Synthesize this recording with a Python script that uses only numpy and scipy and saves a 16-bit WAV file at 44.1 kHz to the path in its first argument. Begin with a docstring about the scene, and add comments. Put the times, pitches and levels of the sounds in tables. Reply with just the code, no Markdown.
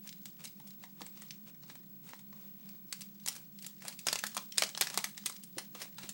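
"""A small creased sheet of aluminium foil is slowly unfolded by hand over a table in a small, live room.
Its facets buckle in sharp snaps, tiny creases give way in a fine crackle and fingertips rub the ridges;
now and then the whole sheet flaps softly. The walls throw it all back.
Behind it are room air, the low drone of an appliance and the thin line whistle of a picture tube."""
import sys
import numpy as np
from scipy import signal
from scipy.fft import rfft, irfft, next_fast_len
from scipy.io import wavfile
from scipy.ndimage import map_coordinates

SR = 44100
rng = np.random.default_rng(int(sys.argv[2]) if len(sys.argv) > 2 else 0)


def unload_wav(signal):
    """Save mono or channel-first audio to the path in sys.argv[1] as 16-bit WAV at rate SR, clipped to [-1, 1]."""
    wavfile.write(
        sys.argv[1],
        SR,
        np.round(np.clip(np.atleast_2d(signal).T, -1, 1) * 32767).astype(np.int16),
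    )


N = 270333


def amp(db):
    """Decibels to gain."""
    return 10 ** (np.asarray(db) / 20)


def unit(x):
    """x at rms 1."""
    return x / np.sqrt(np.mean(x ** 2) + 1e-20)


def along(points, hz):
    """Read a curve of (Hz, value) breakpoints on a log frequency axis."""
    f, v = np.transpose(points)
    return np.interp(np.log(hz + 1), np.log(f + 1), v)


def filtered(x, response):
    """EQ x with a gain given as a function of frequency."""
    size = next_fast_len(N + SR // 2)
    return irfft(rfft(x, size) * response(np.fft.rfftfreq(size, 1 / SR)), size)[:N]


def causal(db):
    """Minimum-phase responses for rows of dB gains: EQ with no pre-ring."""
    cepstrum = irfft(np.log(amp(db) + 1e-6))
    half = cepstrum.shape[-1] // 2
    cepstrum[..., 1:half] *= 2
    cepstrum[..., half + 1:] = 0
    return np.exp(rfft(cepstrum))


def add(track, s, sound):
    """Mix a sound into the track at time s."""
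    part = track[max(round(s * SR), 0):][:len(sound)]
    part += sound[:len(part)]


def facet_ripple(hz, count, spacing_hz):
    """Every facet has its own broad resonances: one random EQ ripple each, within +-1."""
    knots = rng.standard_normal((count, 256))
    rows, places = np.meshgrid(np.arange(count), hz / spacing_hz, indexing="ij")
    return np.tanh(map_coordinates(knots, [rows, places], mode="mirror"))


def grains(spectrum, scatter_db, t60, count, size=1280):
    """A stream of tiny ticks of uneven size and colour, at rms 1."""
    t, hz = np.arange(size) / SR, np.fft.rfftfreq(size, 1 / SR)
    starts = (np.arange(count) + rng.uniform(-2, 2.4, count)) * N / SR / count
    gains = amp(scatter_db * np.minimum(rng.exponential(size=(count, 1)), np.pi))
    bursts = gains * amp(-60 * t / t60) * rng.standard_normal((count, size))
    colours = causal(along(spectrum, hz) + 7 * facet_ripple(hz, count=120, spacing_hz=500))
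    ticks = irfft(rfft(bursts) * colours[rng.integers(len(colours), size=count)])
    track = np.zeros(N)
    for start, tick in zip(starts, ticks):
        add(track, start, tick)
    return unit(track)


# room tone EQ: f/Hz, relative level/dB
AIR_EQ = [(25, -43), (70, -34), (110, -14), (150, 4), (260, 0), (330, -3), (450, -15), (800, -19.5),
          (2000, -23.5), (6000, -28.5), (14000, -24), (17000, -69)]

def room_air(level_db=-64.5):
    """The room's air: a soft, low bed of noise with a faint hiss on top."""
    return amp(level_db) * unit(filtered(rng.standard_normal(N), lambda hz: amp(along(AIR_EQ, hz))))


# resonances of the appliance's casing: f/Hz, half-width/Hz, relative level/dB
CASING_MODES = [(146.7, 13.6, -8), (172.5, 8.1, -13.5), (199.3, 11, 2.5)]

def appliance_drone(level_db=-59.0):
    """Noise in a few narrow resonances of the casing makes a fluttering drone."""
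    def casing(hz):
        return sum(amp(db) / (1 + ((hz - centre) / width) ** 2) for centre, width, db in CASING_MODES)
    return amp(level_db) * unit(filtered(rng.standard_normal(N), casing))


def tube_whistle(hz=15733.6, level_db=-54.5, drift_db=-0.5, waver_db=1.3):
    """The picture tube's line whistle: a thin sine whose level drifts slowly and wavers a little."""
    t = np.arange(N) / SR
    drift = map_coordinates(rng.standard_normal(128), [2 * t], mode="mirror")
    waver = map_coordinates(rng.standard_normal(128), [14 * t], mode="mirror")
    return amp(level_db + drift_db * drift + waver_db * waver) * unit(np.sin(2 * np.pi * hz * t))


def finger_effort(idle_db=-73.5, work_db=-44.5, follow=0.59, build_s=0.021, relax_s=0.02):
    """Crackle envelope: faint while the sheet is held, it builds up to each snap and relaxes after it."""
    t = np.arange(0, N / SR, .002)
    s, db = np.transpose(SNAP_CUES)[:2, :, None]
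    swells = amp(work_db + follow * db) * np.exp(-np.maximum((s - t) / build_s, (t - s) / relax_s))
    return np.interp(np.arange(N) / SR, t, amp(idle_db) + np.linalg.norm(swells, axis=0))


# EQ of the tiny creases: f/Hz, relative level/dB
CRACKLE_EQ = [(150, -5), (400, -6.5), (1000, -2), (2000, -1), (4500, 7.5), (8000, 4), (13000, -11),
              (16500, -42), (19000, -58)]

def crackle(cracks, level_db=-3, ticks_db=-7, settle_db=-15, settle_s=0.024):
    """Tiny creases give way as the fingers work, and in a flurry as the sheet settles after each snap."""
    effort = finger_effort()
    pole = np.exp(-1 / (settle_s * SR))
    strain = np.sqrt(np.abs(signal.lfilter([1 - pole], [1, -pole], cracks ** 2)))  # envelope follower
    envelope = amp(level_db) * effort + amp(settle_db) * strain
    fine = envelope * grains(CRACKLE_EQ, scatter_db=4.5, t60=0.03, count=2600)
    # lesser facets tick on their own
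    ticks = amp(ticks_db) * effort * grains(FACET_EQ, scatter_db=6.0, t60=0.0088, count=420)
    return fine + ticks


# fingertip strokes: centre t/s, length/s, relative level/dB
RUB_CUES = [(0.057, 0.037, -58), (0.408, 0.04, -54), (0.64, 0.15, -72), (0.837, 0.033, -57),
            (1.005, 0.065, -59), (1.213, 0.16, -59.5), (1.484, 0.042, -55), (1.708, 0.07, -58),
            (2.095, 0.11, -55.5), (2.423, 0.16, -62.5), (2.672, 0.23, -64.5), (3.368, 0.13, -61),
            (3.881, 0.099, -49), (4.113, 0.19, -75), (4.943, 0.097, -49), (5.818, 0.091, -47),
            (6.038, 0.077, -49.5)]
# EQ of skin sliding on foil: f/Hz, relative level/dB
RUB_EQ = [(100, -23), (400, -3), (950, -2.5), (1500, -7.5), (2400, -4), (4000, -6), (9000, -8),
          (18000, -38)]

def rubs(level_db=-3):
    """Skin catches and slips on the ridges: dense, duller grains that swell and fade with each stroke."""
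    t = np.arange(N) / SR
    pressure = sum(amp(db) * np.exp(-(2 * (t - s) / length) ** 2) for s, length, db in RUB_CUES)
    return amp(level_db) * pressure * grains(RUB_EQ, scatter_db=0.5, t60=0.017, count=3600)


# buckling facets: t/s, relative level/dB, body/dB, brightness/dB, main mode f/Hz
SNAP_CUES = [(0.0735, -37, -32, -8.5, 6020), (0.0905, -33.5, -52, -19, 5660), (0.1263, -38, -33, -14, 3270),
             (0.256, -35, -25, -11.5, 7600), (0.4397, -38.5, -17, -4, 5120), (0.4456, -36.5, -18, -4, 8120),
             (0.4524, -33, -36, -10, 6500), (0.4747, -39, -30.5, -9, 5060), (0.599, -47.5, -10, -7, 865),
             (0.6735, -44.5, -40, -6, 5570), (0.7055, -44, -42, -14, 4000), (0.8377, -36, -14, -22, 950),
             (1.0075, -42, -7, -13, 990), (1.0168, -32, -13.5, -22, 886), (1.064, -41.5, -14, -7.5, 7980),
             (1.1733, -42, -16, -19, 1920), (1.2193, -41, -13, -4, 8150), (1.3073, -30, -40, -21.5, 6140),
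             (1.635, -44, -15.5, -31, 5200), (1.6986, -37, -18, -23, 1850), (1.7535, -44, -8, -7, 7300),
             (2.0895, -40, -23, -12.5, 5100), (2.134, -37, -7, -35, 1940), (2.1919, -45, -17.5, -9, 3340),
             (2.3276, -46.5, -1.5, -38, 1040), (2.6899, -43, -32, -9, 5330),
             (2.9255, -25, -28, -10.5, 4600), (3.0083, -37.5, -30, -5, 7500), (3.018, -33, -35, -8.5, 4720),
             (3.1986, -46.5, -32, -17, 6100), (3.2607, -26, -17.5, -8, 6650), (3.2755, -26, -24, -10, 7790),
             (3.2841, -20, -24, -4.5, 5870), (3.3524, -40, -23, -4, 4460), (3.3622, -36.5, -14, -5, 6200),
             (3.5877, -39.5, -60, -12, 4900), (3.6239, -39.5, -37, -4.5, 8620),
             (3.645, -34.5, -20, -13, 4850), (3.6643, -34, -29, -3, 7480), (3.8207, -38, -17, -9, 5560),
             (3.8508, -39.5, -2.5, -4.5, 8390), (3.8812, -28, -24.5, -6, 4470),
             (3.9254, -38, -29.5, -13, 4400), (3.99, -34.5, -51, -10, 6800), (4.0678, -18, -12, -6.5, 5030),
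             (4.0847, -15, -21, -17.5, 4900), (4.128, -17, -21, -12, 4370), (4.156, -21.5, -28, -18, 2020),
             (4.1884, -25, -44, -11.5, 6250), (4.2377, -20, -14, -12, 1890), (4.2661, -27.5, -30, -3, 7070),
             (4.3475, -33.5, -22.5, -3, 7000), (4.367, -25.5, -11, -5.5, 6860),
             (4.3763, -23, -17.5, -19, 4160), (4.5213, -30.5, -46, -22, 5630),
             (4.5744, -28, -24, -13, 3600), (4.5808, -12.5, -26.5, -14, 5020), (4.593, -30, -24, -5, 7860),
             (4.6213, -12.5, -22.5, -23, 1140), (4.6353, -18, -22, -15, 4960), (4.691, -32, -29, -14, 6200),
             (4.7492, -26.5, -19, -25, 3100), (4.775, -23, -21, -9, 5300), (4.81, -15, -19, -6.5, 3610),
             (4.8137, -18.5, -23, -10, 3930), (4.8204, -17, -18, -20, 4270),
             (4.8701, -24, -21.5, -21, 1700), (4.8998, -30, -13, -10, 1890),
             (4.9418, -29.5, -14, -6.5, 6420), (4.9745, -18, -12.5, -9, 3740),
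             (4.988, -26.5, -20.5, -15, 7330), (5.0414, -19, -21, -9.5, 1650),
             (5.1772, -30.5, -22, -13.5, 3710), (5.2592, -22, -24, -3, 8300), (5.2643, -25, -24, -16, 3460),
             (5.2968, -34.5, -10, -5, 8400), (5.3632, -39, -38, -15, 5850), (5.4352, -41.5, -39, -2, 8200),
             (5.5821, -25, -18, -14, 9500), (5.749, -36.5, -10, -14, 3340), (5.8165, -29.5, -23, -7, 5420),
             (5.9827, -33.5, -16, -17, 6150), (6.0325, -35.5, -19, -15, 3800), (6.0907, -31, -33, -9, 7000)]
# EQ of a middling facet: f/Hz, relative level/dB
FACET_EQ = [(25, -20), (80, -36), (200, -16.5), (600, -9), (1170, -6.5), (1450, -7.5), (2000, -2.5),
            (2600, -4.5), (5000, -2), (6000, -4), (8300, -9), (12000, -17), (16200, -22.5), (19000, -46)]

def snaps(level_db=-11, rise_s=0.00015, crack_t60=0.0016, ring_db=-10, ring_t60=0.019,
          sheet_db=-23, sheet_t60=0.049, flat_at_s=5.5, flat_stretch=2.65, cue_delay_s=0.0006, size=4096):
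    """A facet flips with a crack, rings for some milliseconds and shakes the rest of the sheet."""
    t, hz = np.arange(size) / SR, np.fft.rfftfreq(size, 1 / SR)
    s, db, body_db, bright_db, mode_hz = np.transpose(SNAP_CUES)[:, :, None]
    body_db, bright_db = body_db + 22.5, bright_db + 18  # relative to a middling facet
    # bright facets ring longer, and so does the sheet once it is spread flat
    t60 = ring_t60 * 2 ** (bright_db / 20) * np.where(s > flat_at_s, flat_stretch, 1)
    t60 *= np.exp(0.079 * rng.standard_normal(s.shape))
    decay = amp(-60 * t / crack_t60) + amp(ring_db - 60 * t / t60) + amp(sheet_db - 60 * t / sheet_t60)
    burst = decay * (1 - np.exp(-t / rise_s)) * rng.standard_normal((len(s), size))
    # large facets sound hollow, small ones bright
    low_shelf = body_db * along([(450, 0.67), (950, 1.05), (2400, 0)], hz)
    high_shelf = bright_db * along([(5000, 0.055), (9500, 0.95)], hz)
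    # one well damped mode stands out above the facet's other resonances
    mode = 7.5 / (1 + ((hz - mode_hz) / (120 + .015 * mode_hz)) ** 2)
    ripple = 3.5 * facet_ripple(hz, count=len(s), spacing_hz=400)
    spectra = rfft(burst) * causal(along(FACET_EQ, hz) + low_shelf + high_shelf + mode + ripple)
    # each snap is levelled by the mid-band punch of its first 3.5 ms
    attack = irfft(spectra * ((hz > 1500) & (hz < 7000)))[:, :155]
    sounds = irfft(spectra) * amp(db + level_db) / attack.std(axis=1, keepdims=True)
    track = np.zeros(N)
    for start, sound in zip(s[:, 0], sounds):
        add(track, start + cue_delay_s, sound)  # each snap sounds 0.6 ms after its cue time
    return track


# flexes of the whole sheet: t/s, level/dB, f/Hz
FLAP_CUES = [(1.014, -43.5, 317), (4.069, -44, 320), (4.812, -37, 422), (4.977, -48, 410), (5.57, -37, 340),
             (5.749, -48, 498), (6.041, -42, 216)]

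def flaps(t60=0.053, attack_s=0.00064, upper_ratio=1.494, upper_db=-5, puff_db=-12, puff_s=0.00064):
    """The bending sheet pushes a puff of air and gives a soft pop with two quickly damped modes."""
    t, track = np.arange(SR // 4) / SR, np.zeros(N)
    puff = amp(puff_db) * (1 - t / puff_s) * np.exp(-t / puff_s)
    fade_in = 1 - np.exp(-t / attack_s)
    for s, db, hz in FLAP_CUES:
        modes = np.sin(2 * np.pi * hz * t) + amp(upper_db) * np.sin(2 * np.pi * hz * upper_ratio * t)
        add(track, s, amp(db) * (puff + modes * amp(-60 * t / t60)) * fade_in)
    return track


# reverb decay of the room: f/Hz, t60/s
ROOM_DECAY = [(300, 0.28), (800, 0.24), (2000, 0.21), (5500, 0.22), (10000, 0.28), (16000, 0.34)]
# EQ of the wall reflections: f/Hz, relative level/dB
WALL_EQ = [(300, -3.5), (1000, -4), (2200, -2.5), (4000, -5), (7000, -5.5), (15000, -9.5)]

def reverb(x, wet_db=-5.5, predelay_s=.004, blocks=24):
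    """The walls answer within milliseconds; the sheet moves, so each block of sound gets a fresh tail."""
    wet = np.zeros(N)
    for block in np.array_split(np.arange(N), blocks):
        hz, t, noise = signal.stft(rng.standard_normal(SR // 3), SR, nperseg=256)
        decay = amp(-60 * t / along(ROOM_DECAY, hz)[:, None])
        tail = signal.istft(noise * decay, SR, nperseg=256)[1]
        add(wet, block[0] / SR + predelay_s, signal.fftconvolve(x[block], tail / np.linalg.norm(tail)))
    return amp(wet_db) * filtered(wet, lambda hz: amp(along(WALL_EQ, hz)))


def scene():
    """Mono mix: the foil up close, its reverb, and the steady bed behind."""
    cracks = snaps()
    foil = cracks + crackle(cracks) + rubs() + flaps()
    # the back of the sheet radiates each snap with another fine spectrum, heard only off the walls
    reflections = reverb(foil) + amp(-6.5) * reverb(snaps())
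    bed = room_air() + appliance_drone() + tube_whistle()
    return (foil + reflections + bed)[None]


def record(dry):
    """A brick-wall high cut at 19.3 kHz."""
    return np.array([filtered(channel, lambda hz: hz < 19300) for channel in dry])


dry = scene()
out = record(dry)
unload_wav(out)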